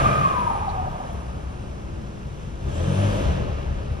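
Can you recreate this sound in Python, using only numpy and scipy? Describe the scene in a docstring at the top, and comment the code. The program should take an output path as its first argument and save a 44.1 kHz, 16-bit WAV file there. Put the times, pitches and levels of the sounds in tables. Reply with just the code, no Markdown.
"""A turbo blows off with a falling howl that echoes round a concrete parking garage, heard from the cabin.
The throttle has just closed: dumped air hisses and rings the pipework, and the turbo spins down with
a thin whistle. The four-cylinder engine sinks to idle over tyre noise and floor rumble, then is revved
once more, with a swell of intake air and a rising whistle. Two microphone ports ride inside the car."""
import sys
import numpy as np
from scipy import signal
from scipy.fft import rfft, irfft
from scipy.io import wavfile

SR = 44100
rng = np.random.default_rng(int(sys.argv[2]) if len(sys.argv) > 2 else 0)


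def unload_audio(sound):
    """Save the sound as a 16-bit wav file, at the path given as the first command line argument."""
    columns = np.transpose(np.atleast_2d(sound))
    # keep every value between -1 and 1, then stretch to whole-number steps
    steps = np.round(np.clip(columns, -1, 1) * 32767)
    wavfile.write(sys.argv[1], SR, steps.astype(np.int16))


N = 176400
T = np.arange(N) / SR

# the two microphone ports: freq_hz, likeness (0-1), left_lead_rad, left_minus_right_db
MIC_PORTS = [(60, 0.98, -0.07, 3.5), (189, 0.69, 0.43, 1), (320, 0.75, -1.2, 1.5), (430, 0.36, -1.63, -0.5),
             (726, 0.98, -2, 0.5), (1030, 0.64, -2, -1.5), (1420, 0.65, -2.5, 0.6), (2070, 0.58, -1.5, 0),
             (2520, 0.63, -0.44, -1.5), (3380, 0.18, 0.9, 3.5), (3870, 0.77, 0.88, 3),
             (5040, 0.63, 0.87, 1), (6000, 0.2, -2.5, 1), (5700, 0.26, -2, 0.5), (8000, .88, -3, -1),
             (9120, 0, -4.5, 0.5), (10500, 0.93, -7.5, 0)]
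# the cabin's booms and dips: freq_hz, gain_db
CABIN_BOOMS = [(80, -26), (115, -1.5), (139, 4), (156, -7.5), (168, -7), (182, 2.5), (205, 0), (235, -14),
               (310, -3.5), (600, -5.5)]
# floor pan, underfoot: freq_hz, density_db
RUMBLE_COLOUR = [(20, -20), (40, -7.5), (75, 6.5), (120, 1), (140, 1.5), (160, -5.5), (210, -4.5),
                 (270, -22), (600, -60)]
# tyres and idling machinery: freq_hz, density_db
ROLL_COLOUR = [(20, -27), (130, -8.5), (210, -7.5), (270, -12.5), (400, -11.5), (600, -15), (1000, -20),
               (1230, -21.5), (1400, -22), (2000, -30.5), (2800, -30), (4400, -40), (5600, -36.5),
               (8000, -41.5), (11000, -52), (13500, -63)]
# the body shaking on its mounts: peak_s, half_width_s, level_db
SHUDDERS = [(0.04, 0.031, -24), (3.278, 0.033, -20), (3.451, 0.055, -25), (3.726, 0.059, -26.5),
            (3.918, 0.022, -26)]
# the low thud of a shudder: freq_hz, density_db
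SHUDDER_COLOUR = [(20, -27), (40, 7), (65, 14), (120, 5.5), (200, -9), (600, -79)]
# cabin trim, close by: peak_s, half_width_s, pitch_hz, width_hz, level_db
CREAKS = [(0.699, 0.011, 4140, 450, -49), (.702, 0.01, 6170, 200, -60), (1.135, 0.0058, 11030, 893, -59)]
# combustion and mechanical roar under load: time_s, level_db
ROAR_LEVEL = [(0, -44), (1, -48), (2.55, -54.5), (2.68, -36.5), (2.8, -31.5), (3.05, -26.5), (3.25, -26.5),
              (3.42, -31), (3.7, -36), (4, -39)]
# that roar from the seat: freq_hz, density_db
ROAR_COLOUR = [(60, -3), (130, 7), (170, -3), (197, 7.5), (218, -3), (320, 2), (450, -1.5), (560, 6),
               (750, -2.5), (1100, -7.5), (1250, -4.5), (1400, -12), (1600, -9), (2050, -17.5), (2750, -15),
               (3400, -20.5), (4400, -26.5), (6500, -30.5), (12000, -73)]
# engine speed and tones: time_s, crank_hz, shake_db, firing_db, overtones_db
ENGINE_RUN = [(0, 67.14, -28, -26, -36.5), (.1, 67.7, -36, -33, -35), (.2, 66.1, -34, -28, -37),
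              (.32, 54.88, -46, -45, -38.5), (.5, 44.9, -36, -36, -45.5), (.9, 36.38, -36.5, -61, -39),
              (1.17, 32.82, -52, -31, -51.5), (1.6, 29.5, -45, -38, -43), (1.8, 28.2, -50, -40.5, -47.5),
              (2, 27.63, -50, -37.5, -36), (2.12, 27.49, -51, -38.5, -47.5), (2.58, 27.99, -42, -40.5, -47),
              (2.68, 33.87, -32, -26, -31.5), (2.74, 38.45, -44, -30.5, -45),
              (2.81, 42.49, -29, -23.5, -31), (2.92, 46.4, -46, -30.5, -27.5),
              (3.02, 49.84, -51, -22, -30.5), (3.1, 51.28, -29.5, -24.5, -31),
              (3.27, 49.59, -28, -39, -32.5), (3.44, 39.44, -45, -36, -32), (3.55, 35.46, -36, -30, -40),
              (4, 32.34, -41, -38.5, -41)]
# engine overtones: crank_multiple, gain_db
ENGINE_ORDERS = [(3, -2), (4, -1.5), (5, -6.5), (6, -9.5), (7, -10.5), (8, -12), (10, -8), (12, -5.5)]
# air drawn into the compressor: time_s, level_db
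INTAKE_LEVEL = [(0, -74), (.85, -69), (1.08, -56), (1.45, -70), (2.3, -65), (2.41, -57), (2.55, -64),
                (2.75, -48.5), (2.97, -44.5), (3.15, -43.5), (3.35, -50.5), (3.5, -61), (4, -67)]
# the hiss of that air: freq_hz, density_db
INTAKE_COLOUR = [(1500, -21), (3200, 8), (4500, -8), (5800, 1.5), (8600, -4), (10500, -11), (13000, -22)]
# turbo speed, given as the pitch of its howl: time_s, pitch_hz, whistle_db
TURBO_RUN = [(0, 1215, -65), (.1, 1235, -47), (.2, 1178, -59), (.3, 1059, -69), (.49, 911, -62),
             (.65, 819.3, -65), (.9, 700.5, -75), (1.2, 608.4, -71), (1.6, 531.4, -73), (2, 473.4, -82),
             (2.6, 421.6, -76), (2.75, 446.5, -57), (2.87, 506.6, -55), (3.17, 680, -60), (3.3, 740, -73),
             (3.55, 680, -75), (3.8, 634, -75), (4, 596, -76)]
# air that the valve dumps: freq_hz, density_db
VENT_COLOUR = [(60, -1), (135, 7), (280, -6.5), (450, -1.5), (650, 4), (950, -5), (1270, 2), (1380, -7),
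               (1560, -4.5), (1900, -12), (2450, -14), (3300, -17.5), (4400, -27.5), (5800, -26),
               (8500, -30), (11000, -35), (13500, -49)]
# pipework resonances: pitch_hz, width_hz, level_db, fall_db_per_s
PIPE_MODES = [(665, 20, -37, 34), (1222, 30, -21.5, 27), (1590, 22, -39, 25), (2440, 80, -32, 42)]
# the howl, fading as the boost bleeds off: time_s, level_db
HOWL_LEVEL = [(0, -22.5), (.1, -19), (.18, -28), (.26, -23.5), (.36, -27.5), (.49, -25), (.57, -30.5),
              (.7, -31), (.9, -37), (1.05, -39), (1.35, -61), (1.7, -57), (2.5, -89)]

DECK_T60_S, NEAR_T60_S = 2.3, 0.06  # the whole deck; floor and beams close by


def from_db(db):
    """Decibels to gain."""
    return 10 ** (np.asarray(db) / 20)


def rms_one(x):
    """Scale to unit power."""
    return x / np.sqrt(np.mean(x ** 2) + 1e-20)


def in_time(rows):
    """Each column of a time curve at every sample."""
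    time_s, *columns = np.transpose(rows)
    return [np.interp(T, time_s, column) for column in columns]


def at_hz(rows, hz):
    """Each column of a spectrum, read on a log-frequency axis."""
    freq_hz, *columns = np.transpose(rows)
    return [np.interp(np.log(hz + 1e-9), np.log(freq_hz), column) for column in columns]


def turn(hz):
    """Running phase of a steady or moving frequency."""
    return 2 * np.pi * np.cumsum(hz + 0 * T) / SR


def swell(peak_s, half_width_s):
    """A bell-shaped envelope."""
    return np.exp(-.5 * ((T - peak_s) / half_width_s) ** 2)


def drift(hz):
    """Random wander of unit power, mostly slower than hz."""
    lowpass = signal.butter(2, hz, fs=SR, output="sos")
    return rms_one(signal.sosfilt(lowpass, rng.standard_normal(N + SR))[SR:])


def breathy(hz, width_hz):
    """A flow tone: turbulence ringing narrowly about a pitch."""
    phase = turn(hz)
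    return rms_one(drift(width_hz) * np.cos(phase) + drift(width_hz) * np.sin(phase))


def spread(mid, side, hz):
    """Left and right, as alike as the cabin leaves them at this frequency."""
    alike = np.clip(at_hz(MIC_PORTS, hz)[0], 0, .98)
    mid, side = mid * np.sqrt((1 + alike) / 2), side * np.sqrt((1 - alike) / 2)
    return np.array([mid + side, mid - side])


def noise(colour):
    """Stereo noise of a given colour, at unit power."""
    hz = np.arange(N // 2 + 1) * SR / N
    mid, side = rfft(rng.standard_normal((2, N))) * from_db(at_hz(colour, hz)[0]) * (hz > 15)
    return rms_one(irfft(spread(mid, side, hz), N))


def garage_echo(x, t60_s, pitch_hz):
    """Diffuse reflections off the concrete, in stereo at the microphone."""
    tail = rng.standard_normal((2, N)) * from_db(-60 * T / t60_s)
    tail /= np.sqrt(np.sum(tail ** 2, axis=1, keepdims=True))
    mid, side = signal.fftconvolve(x[None], tail, axes=1)[:, :N]
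    return spread(mid, side, pitch_hz)


def tyre_squeal(pitch_hz=775.5):
    """A tyre sings on the smooth floor, very faint and fading from the start."""
    gain = from_db(-43) * swell(peak_s=-2.9, half_width_s=1.35)
    return gain * spread(breathy(pitch_hz, 10), breathy(pitch_hz, 12.7), pitch_hz)


def floor_rumble(level_db=-35.5, lumps_db=2.5):
    """The floor pan rumbles unevenly below the microphone."""
    return from_db(level_db + lumps_db * drift(11.7)) * noise(RUMBLE_COLOUR)


def car_body():
    """The body shudders on its mounts and the trim creaks close by."""
    shaking = sum(from_db(db) * swell(peak_s, half_width_s) for peak_s, half_width_s, db in SHUDDERS)
    out = shaking * noise(SHUDDER_COLOUR)
    for peak_s, half_width_s, hz, width_hz, db in CREAKS:
        creak = np.array([breathy(hz, width_hz), breathy(hz, width_hz)])
        out += from_db(db) * swell(peak_s, half_width_s) * creak
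    return out


def roar(crank_phase, throb_depth=0.082):
    """Combustion, machinery and tyre noise, throbbing with the two firings of each crank turn."""
    throb = rms_one(1 + throb_depth * np.cos(2 * crank_phase))
    load = from_db(in_time(ROAR_LEVEL)[0]) * noise(ROAR_COLOUR)
    roll = from_db(-39.5) * noise(ROLL_COLOUR)
    return throb * (load + roll)


def engine(speed_wobble=0.0039, waver_db=1.76):
    """Four cylinders from the seat: shake, firing tone, roar and overtones sweeping the cabin's booms."""
    crank_hz, shake_db, firing_db, overtones_db = in_time(ENGINE_RUN)
    phase = turn(crank_hz * (1 + speed_wobble * drift(8.3)))

    def tone(order, level_db):
        """One multiple of the crank rate, wavering in level."""
        gain = np.sqrt(2) * from_db(level_db + waver_db * drift(25.6))
        return gain * np.sin(order * phase + rng.uniform(0, 2 * np.pi))

    overtones = 0
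    for order, gain_db in ENGINE_ORDERS:
        boom_db = at_hz(CABIN_BOOMS, order * crank_hz)[0]
        overtones += tone(order, overtones_db + gain_db + boom_db)
    echo = from_db(-14.5) * garage_echo(overtones, DECK_T60_S, 2 * crank_hz)
    return roar(phase) + tone(0.98, shake_db) + tone(2, firing_db) + overtones + echo


def compressor(width_hz=270, top_hz=11400, waver_db=2.5):
    """Two blade whistles ride on the turbo's speed, over the rush of the intake."""
    turbo_hz, whistle_db = in_time(TURBO_RUN)
    out = from_db(in_time(INTAKE_LEVEL)[0]) * noise(INTAKE_COLOUR)
    for ratio, share in ((11, swell(0.26, 0.55)), (16.5, 1)):  # the lower one sounds only early on
        hz = ratio * turbo_hz
        rolloff = 1 / np.sqrt(1 + (hz / top_hz) ** 20)
        gain = share * rolloff * from_db(whistle_db + waver_db * drift(10))
        out += gain * spread(breathy(hz, width_hz), breathy(hz, width_hz), hz)
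    return out


def pipework(attack_s=0.12):
    """The dumped air rings the pipes at steady pitches that die away."""
    out = 0
    for hz, width_hz, db, fall_db_per_s in PIPE_MODES:
        ring = spread(breathy(hz, width_hz), breathy(hz, width_hz), hz)
        out += from_db(db - fall_db_per_s * T) * ring
    return np.minimum(T / attack_s, 1) * out


def valve_hiss(hold_s=0.047, burst_db_per_s=27, tail_db_per_s=10.5):
    """The valve dumps the boost: a burst of air with a softer, slower tail."""
    burst = from_db(-burst_db_per_s * np.maximum(T - hold_s, 0))
    tail = from_db(-9 - tail_db_per_s * T)
    return from_db(-22) * np.hypot(burst, tail) * noise(VENT_COLOUR)


def blow_off_howl(scatter_hz=22.2, scatter_hz_per_s=26.9, flutter_db=4.5):
    """Dumped air howls, falling with the turbo's speed; near concrete and the far deck throw it back."""
    pitch_hz, _ = in_time(TURBO_RUN)
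    phase = turn(pitch_hz + (scatter_hz + scatter_hz_per_s * T) * drift(57))
    flutter = from_db(flutter_db * drift(30.3))
    howl = from_db(in_time(HOWL_LEVEL)[0]) * rms_one(flutter * np.sin(phase))
    near = from_db(-.5) * garage_echo(howl, NEAR_T60_S, pitch_hz)
    far = from_db(-5) * garage_echo(howl, DECK_T60_S, pitch_hz)
    return from_db(-1.5) * howl + near + far


def scene():
    """Everything as it reaches the cabin."""
    background = tyre_squeal() + floor_rumble() + car_body()
    return background + engine() + compressor() + pipework() + valve_hiss() + blow_off_howl()


def record(dry, cutoff_hz=13300):
    """The microphone ports shift phase and balance between left and right; the top is cut steeply."""
    _, lead_rad, balance_db = at_hz(MIC_PORTS, np.arange(N + 1) * SR / (2 * N))
    left_gain = from_db(balance_db / 2) * np.exp(.5j * lead_rad)
    heard = irfft(rfft(dry, 2 * N) * np.array([left_gain, 1 / left_gain]))[:, :N]
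    lowpass = signal.ellip(10, .2, 80, cutoff_hz, fs=SR, output="sos")
    return signal.sosfilt(lowpass, heard)


dry = scene()
out = record(dry)
unload_audio(out)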